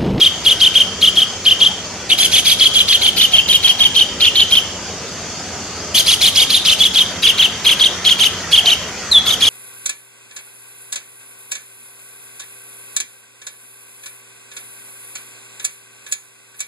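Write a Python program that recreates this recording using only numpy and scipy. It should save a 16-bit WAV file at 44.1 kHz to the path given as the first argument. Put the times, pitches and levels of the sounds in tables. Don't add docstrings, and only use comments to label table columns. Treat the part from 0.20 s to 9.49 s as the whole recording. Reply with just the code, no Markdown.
import sys
import numpy as np
from scipy import signal
from scipy.fft import rfft, irfft
from scipy.io import wavfile
from scipy.ndimage import uniform_filter1d, minimum_filter1d

SR = 44100
rng = np.random.default_rng(int(sys.argv[2]) if len(sys.argv) > 2 else 0)


def unload_wav(signal):
    wavfile.write(
        sys.argv[1],
        SR,
        np.round(np.clip(np.atleast_2d(signal).T, -1, 1) * 32767).astype(np.int16),
    )


N = 409688

# start_s, length_s, pitch_hz, arch_level_db, middle_squeak_level_db
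CALLS = [(.013, .064, 3270, -4, -9), (.262, 0.066, 3270, -5.5, -9.5), (0.414, 0.064, 3256, -4.5, -6),
         (0.555, 0.066, 3278, -4, -16), (0.826, 0.063, 3253, -5.5, -8.5), (0.971, .063, 3270, -6.5, -11.5),
         (1.263, 0.065, 3226, -4.5, -10.5), (1.413, 0.063, 3270, -5, -12), (1.869, .063, 3294, -5.5, -8),
         (1.997, 0.066, 3275, -10.5, -6.5), (2.132, 0.064, 3306, -8, -7.5), (2.266, 0.065, 3370, -7, -7),
         (2.408, 0.064, 3348, -3.5, -8.5), (2.555, .062, 3304, -7, -8), (2.694, 0.067, 3290, -10, -1.5),
         (2.828, 0.064, 3270, -10, -6), (2.981, 0.073, 3266, -8.5, -5), (3.135, 0.063, 3210, -5, -12.5),
         (3.296, 0.068, 3280, -7, -10), (3.444, 0.067, 3276, -7, -9.5), (3.604, .064, 3243, -6.5, -12),
         (3.761, 0.066, 3212, -7, -8), (4.016, 0.069, 3200, -8, -3.5), (4.166, .066, 3193, -9, -2),
         (4.321, .067, 3230, -7.5, -9), (5.747, .063, 3370, -10, -1), (5.878, .064, 3400, -8.5, -8),
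         (6.026, 0.062, 3420, -7.5, -3), (6.168, .068, 3310, -7.5, -2), (6.314, 0.067, 3336, -13, -0.5),
         (6.465, 0.069, 3264, -8.5, -5), (6.604, 0.065, 3370, -7, -9), (6.756, .068, 3340, -8.5, -3.5),
         (7.039, 0.067, 3290, -6.5, -5), (7.193, 0.068, 3230, -7, -7), (7.461, 0.069, 3240, -6.5, -6.5),
         (7.608, 0.066, 3317, -7.5, -6), (7.86, .069, 3310, -7, -6.5), (8.004, 0.068, 3226, -8, -6.5),
         (8.329, 0.066, 3313, -4.5, -9.5), (8.468, .068, 3180, -7.5, -8.5),
         (9.074, .069, 3410, -11.5, -10.5), (9.22, 0.067, 3377, -7, -12)]
# onset_s, second_arch_boost_db, arch_bend, squeak_roughness,
# octave_db, undertone_over_rasp_db, left_lead_ms, left_over_right_db, scattered_share
BOUTS = [(0, -.5, 1.03, .9, -39, -2, -0.022, 1.2, 0.1), (1.895, 2.5, 1.01, 1.76, -33, 3, -0.055, 0.2, 0.32),
         (2.96, 2, 1.1, 1.7, -31.5, 6, 0.063, 0, 0.27), (5.745, 0, 1.35, 1.17, -30.5, 0, -0.03, .2, 0.19),
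         (7, -0.5, 1.32, 1.09, -26.5, 12, 0.02, .5, 0.24)]
# time_s, strain_db
STRAIN = [(0, 0), (1.45, -2.5), (2, 6), (2.4, 6), (2.8, 0), (3.4, 1.5), (3.75, -2), (4.35, -2.5), (5.75, 9),
          (6.3, 5.5), (6.8, 1.5), (7.15, -2.5), (7.9, .5), (9.25, .5)]
# length_share, pitch_ratio, level_db
OPENING_SQUEAK = [(0, 1.158, -29), (.25, 1.12, -11), (.45, 1.05, -8), (.62, .98, 1.5), (.78, 1.0, -0.5),
                  (.92, 1.147, 0.5), (1, 1.2, -14)]
ARCH = [(-.2, .72, -23), (-.07, .88, -13), (0.071, .98, -1.5), (.24, 1.008, -2), (.5, .998, -1.5),
        (.76, .972, -1), (.93, .938, -1.5), (1.12, 0.886, -10.5), (1.35, 0.9, -22)]
MIDDLE_SQUEAK = [(0, 1.27, -14), (.2, 1.14, -17), (.4, 1.01, -2), (.6, .98, -1), (.78, 1.04, -.5),
                 (.9, 1.153, -9.5), (1, 1.34, -16)]
UNDERTONE = [(0, 1.2, 6), (.3, 1.0, -2.5), (.7, .98, -2.5), (1, 1.19, -11)]
# frequency_hz, gain_db
BEAK_EQ = [(4500, -9), (5600, -3), (6500, 1.5), (7300, -9), (8600, -10), (9300, -8.5), (9750, -2.5),
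           (10400, -12.5), (11800, -7), (12900, -3)]
# frequency_hz, gain_db
RASP_EQ = [(900, -11), (1700, -14.5), (2250, 1), (3000, -22), (4300, 5), (5300, 3), (6500, 6), (7600, -6.5),
           (8600, 0), (9700, 4), (11000, -4.5), (12000, 1), (13000, -3)]
SCRATCH_EQ = [(2000, -22), (4000, -10), (8000, -4), (10000, 5), (13000, -8)]
# time_s, level_db
WHISTLE_SWELLS = [(8.912, -17), (8.918, -8), (8.928, -5), (8.94, -17), (8.95, -5), (8.98, -4), (8.993, -14)]
# frequency_hz, t60_s
FOLIAGE_DECAY = [(1000, 0.23), (3200, 0.51), (6000, 0.77), (12000, 0.26)]
# delay_s, level_db
TREE_ECHOES = [(.021, -16.5), (0.046, -23.5), (.066, -24.5), (.1, -28.5), (.108, -26), (.175, -27.5)]
# frequency_hz, gain_db
DRONE_EQ = [(20, -30), (40, -20), (60, -6), (85, 3.5), (105, -0.5), (125, -8), (180, 1.5), (300, -5),
            (430, -3), (560, -5.5), (660, -4.5), (850, -9), (1500, -9.5), (3000, -19), (6000, -46)]
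HISS_EQ = [(700, -9.5), (1500, -12.5), (2500, -4.5), (3400, -2.5), (3950, -8), (4300, -2), (5400, -0.5),
           (6400, 3), (7100, -2), (7800, -9.5), (10000, -21.5), (13000, -29)]
RUSH_EQ = [(500, -31), (1000, 3), (1400, -1), (2000, 3), (2700, -5.5), (4000, -22.5)]
# time_s, level_db
RUSH_SWELL = [(0, -39.5), (1.8, -43), (3.5, -42), (5.2, -42), (6.5, -40), (6.9, -34), (8, -32.5),
              (9.3, -33.5)]
# frequency_hz, correlation
EAR_LIKENESS = [(25, 0.56), (70, 0.99), (300, 0.99), (700, 0.93), (1400, 0.84), (3000, .7), (6000, 0.1),
                (12000, 0.059)]

OPENING_SPAN_S, FIRST_ARCH_END_S = (-.0205, -.0013), .0245
MIDDLE_SPAN_S, SECOND_ARCH_START_S = (.0235, .044), .0475
UNDERTONE_HZ, UNDERTONE_DELAY_S = 2250, .00598


def scold_call(start_s, length_s, pitch_hz, level_db, middle_db):
    bout = [row for row in BOUTS if row[0] < start_s + length_s][-1]
    onset_s, boost_db, bend, squeak_rough, octave_db, under_db, *posture = bout
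    t = np.arange(-.03, length_s + .035, 1 / SR)
    strain_db = np.interp(start_s, *np.transpose(STRAIN))
    rasp_db = -30 + strain_db
    opening_db = -10.5 + .63 * middle_db + .27 * strain_db
    opening_hz = 3800 * gain_of(.1 * strain_db)
    middle_hz = 1.055 * pitch_hz + 12 * strain_db
    arch_rough = .42 * gain_of(.8 * strain_db)
    squeak_strain = gain_of(.35 * strain_db)
    overtones_db = np.array([octave_db + 1.2 * strain_db, rasp_db + 9, rasp_db - 3]) - level_db
    # on_s, off_s, contour, pitch_hz, level_db, roughness, overtones_db
    notes = [
        (*OPENING_SPAN_S, OPENING_SQUEAK, opening_hz, opening_db,
         2.19 * squeak_strain, overtones_db - 2),
        (0, FIRST_ARCH_END_S, arch(bend), pitch_hz, level_db + 1, arch_rough, overtones_db),
        (*MIDDLE_SPAN_S, MIDDLE_SQUEAK, middle_hz, middle_db + .4,
         squeak_rough * squeak_strain, overtones_db + 1),
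        (SECOND_ARCH_START_S, length_s, arch(bend), .98 * pitch_hz, level_db + 1 + boost_db,
         arch_rough, overtones_db - boost_db)]
    for on, off, squeak_db in [(OPENING_SPAN_S[0], 0, opening_db), (*MIDDLE_SPAN_S, middle_db)]:
        buzz_db = min(rasp_db + under_db, squeak_db - 13)
        notes.append((on + UNDERTONE_DELAY_S, off, UNDERTONE, UNDERTONE_HZ, buzz_db, 1.34, []))
    voice = sum(syrinx_note(t, on, off, *rest) for on, off, *rest in notes
                if start_s + (on + off) / 2 > onset_s)
    return start_s + t[0], to_ears(voice + rasp(voice, rasp_db + 7), *posture)


def arch(bend):
    depth = bend * np.exp(.12 * rng.standard_normal())
    return [(share, ratio ** depth, db) for share, ratio, db in ARCH]


def syrinx_note(t, on_s, off_s, contour, pitch_hz, level_db, roughness, overtones_db):
    share, ratio, contour_db = np.transpose(contour)
    progress = (t - on_s) / (off_s - on_s)
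    glide_hz = pitch_hz * np.interp(progress, share, ratio)
    jitter = .0339 * flutter(len(t), hz=950) + .01304 * flutter(len(t), hz=300)
    phase = 2 * np.pi * np.cumsum(glide_hz * (1 + roughness * jitter)) / SR
    fade = np.clip(np.minimum(progress - share[0], share[-1] - progress) * 25, 0, 1)
    swell = gain_of(np.interp(progress, share, contour_db)) * fade
    depth = .3 * roughness
    shimmer = (1 + depth * flutter(len(t), hz=950)) / np.sqrt(1 + depth ** 2)
    overtones = swell * sum(gain_of(db + curve_at(BEAK_EQ, k * glide_hz)) * np.sin(k * phase)
                            for k, db in enumerate(overtones_db, 2))
    return np.sqrt(2) * gain_of(level_db) * swell * shimmer * (np.sin(phase) + overtones)


def rasp(voice, level_db, smoothing_s=.001):
    flow = signal.lfilter([1], [1, -np.exp(-1 / (smoothing_s * SR))], voice ** 2) ** .12
    puffs = unit_rms(np.exp(.19 * flutter(len(voice), hz=400))) * flow / flow.max()
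    return gain_of(level_db) * puffs * coloured(rng.standard_normal(len(voice)), RASP_EQ)


def whistle(from_hz=4270, to_hz=3370, fall_s=.025, fade_s=.004, octave_decay_s=.046):
    times_s, swell_db = np.transpose(WHISTLE_SWELLS)
    start_s, length_s = times_s[0], times_s[-1] - times_s[0]
    t = np.arange(0, length_s + .03, 1 / SR)
    glide_hz = to_hz + (from_hz - to_hz) * np.exp(-(t / fall_s) ** 1.54)
    phase = 2 * np.pi * np.cumsum(glide_hz * (1 + .016 * flutter(len(t), hz=400))) / SR
    fade = np.clip(np.minimum(t, length_s - t) / fade_s, 0, 1)
    swell = gain_of(np.interp(start_s + t, times_s, swell_db)) * fade
    tone = np.sin(phase) + gain_of(-25) * np.exp(-t / octave_decay_s) * np.sin(2 * phase)
    scratch = gain_of(-29) * swell ** .081 * coloured(rng.standard_normal(len(t)), SCRATCH_EQ)
    voice = np.sqrt(2) * swell * tone + scratch
    return start_s, to_ears(voice, lead_ms=-.0095, pan_db=0, scattered=.043)


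def to_ears(x, lead_ms, pan_db, scattered, spread_s=.0025, reflections=10):
    hz = np.fft.rfftfreq(len(x), 1 / SR)
    side = np.array([[.5], [-.5]])
    delays_s = rng.exponential(spread_s, (2, reflections, 1))
    polarity = rng.choice([-1, 1], delays_s.shape)
    leaves = (polarity * np.exp(-2j * np.pi * hz * delays_s)).sum(1) / np.sqrt(reflections)
    wet = np.clip(scattered + .12 * np.log2(1 + (hz / 7000) ** 4), 0, .75)
    direct = np.exp(2j * np.pi * hz * side * lead_ms / 1000)
    ears = irfft(rfft(x) * (np.sqrt(1 - wet) * direct + np.sqrt(wet) * leaves), len(x))
    return ears / ears.std(1, keepdims=True) * x.std() * gain_of(side * pan_db)


def trees(x, tail_db=-15.5, crossfeed=.12, taps_per_s=3000, build_s=.021):
    taps = rng.standard_normal((2, SR)) * (rng.random((2, SR)) < taps_per_s / SR)
    hz, t, bands = signal.stft(taps + crossfeed * taps[::-1], SR, nperseg=256)
    decay = gain_of(-60 * t / curve_at(FOLIAGE_DECAY, hz)[:, None])
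    tail = signal.istft(bands * decay * np.minimum(t / build_s, 1), SR, nperseg=256)[1]
    tail *= gain_of(tail_db) / np.linalg.norm(tail[0])
    for delay_s, db in TREE_ECHOES:
        tail[[0, 1], round(delay_s * SR) + rng.integers(0, 30, 2)] += gain_of(db)
    return signal.fftconvolve(x, tail, axes=1)[:, :N]


def far_rush():
    swell_db = np.interp(np.arange(N) / SR, *np.transpose(RUSH_SWELL))
    return gain_of(swell_db) * air_bed(RUSH_EQ, waver_db=1.2)


def air_bed(eq, waver_db, ripple_db=1.45, patch_db=3):
    left, independent = rfft(rng.standard_normal((2, N)))
    likeness = np.clip(curve_at(EAR_LIKENESS, np.fft.rfftfreq(N, 1 / SR)), 0, 1)
    right = likeness * left + np.sqrt(1 - likeness ** 2) * independent
    hz, _, bands = signal.stft(irfft(np.array([left, right]), N), SR, nperseg=1024, noverlap=768)
    ripple = unit_rms(uniform_filter1d(rng.standard_normal(len(hz)), size=2))[:, None]
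    drift = uniform_filter1d(rng.standard_normal(bands.shape[1:]), size=16, axis=1)
    patches = unit_rms(uniform_filter1d(drift, size=3, axis=0))
    bands *= gain_of((ripple_db * ripple + patch_db * patches) * np.minimum(hz[:, None] / 700, 1))
    bed = signal.istft(bands, SR, nperseg=1024, noverlap=768)[1][:, :N]
    return coloured(bed, eq) * gain_of(waver_db * flutter(N, hz=28))


def gain_of(db):
    return 10 ** (np.asarray(db) / 20)


def unit_rms(x):
    return x / np.sqrt(np.mean(x ** 2) + 1e-20)


def curve_at(points, hz):
    points_hz, values = np.transpose(points)
    return np.interp(np.log(hz + 1), np.log(points_hz + 1), values)


def coloured(x, eq):
    size = x.shape[-1]
    gain = gain_of(curve_at(eq, np.fft.rfftfreq(size, 1 / SR)))
    return unit_rms(irfft(rfft(x) * gain, size))


def flutter(size, hz):
    rolloff = 1 + (np.fft.rfftfreq(size, 1 / SR) / hz) ** 4
    return unit_rms(irfft(rfft(rng.standard_normal(size)) / rolloff, size))


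def add(mix, start_s, sound):
    at = round(start_s * SR)
    sound = sound[:, max(-at, 0):]
    part = mix[:, max(at, 0):][:, :sound.shape[1]]
    part += sound[:, :part.shape[1]]


def scene():
    bird = np.zeros((2, N))
    for row in CALLS:
        add(bird, *scold_call(*row))
    add(bird, *whistle())
    drone = gain_of(-31) * air_bed(DRONE_EQ, waver_db=.5)
    hiss = gain_of(-29.5) * air_bed(HISS_EQ, waver_db=.24)
    rush = far_rush()
    return bird + trees(bird) + drone + hiss + rush


def record(dry, ceiling=.93, cutoff_hz=13150):
    envelope = abs(signal.hilbert(dry, axis=1))
    gain = minimum_filter1d(np.minimum(1, ceiling / (envelope + 1e-9)), size=21, axis=1)
    limited = dry * uniform_filter1d(gain, size=21, axis=1)
    lowpass = signal.firwin(511, cutoff_hz, window=("kaiser", 9), fs=SR)
    return signal.oaconvolve(limited, lowpass[None], "same")


dry = scene()
out = record(dry)
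unload_wav(out)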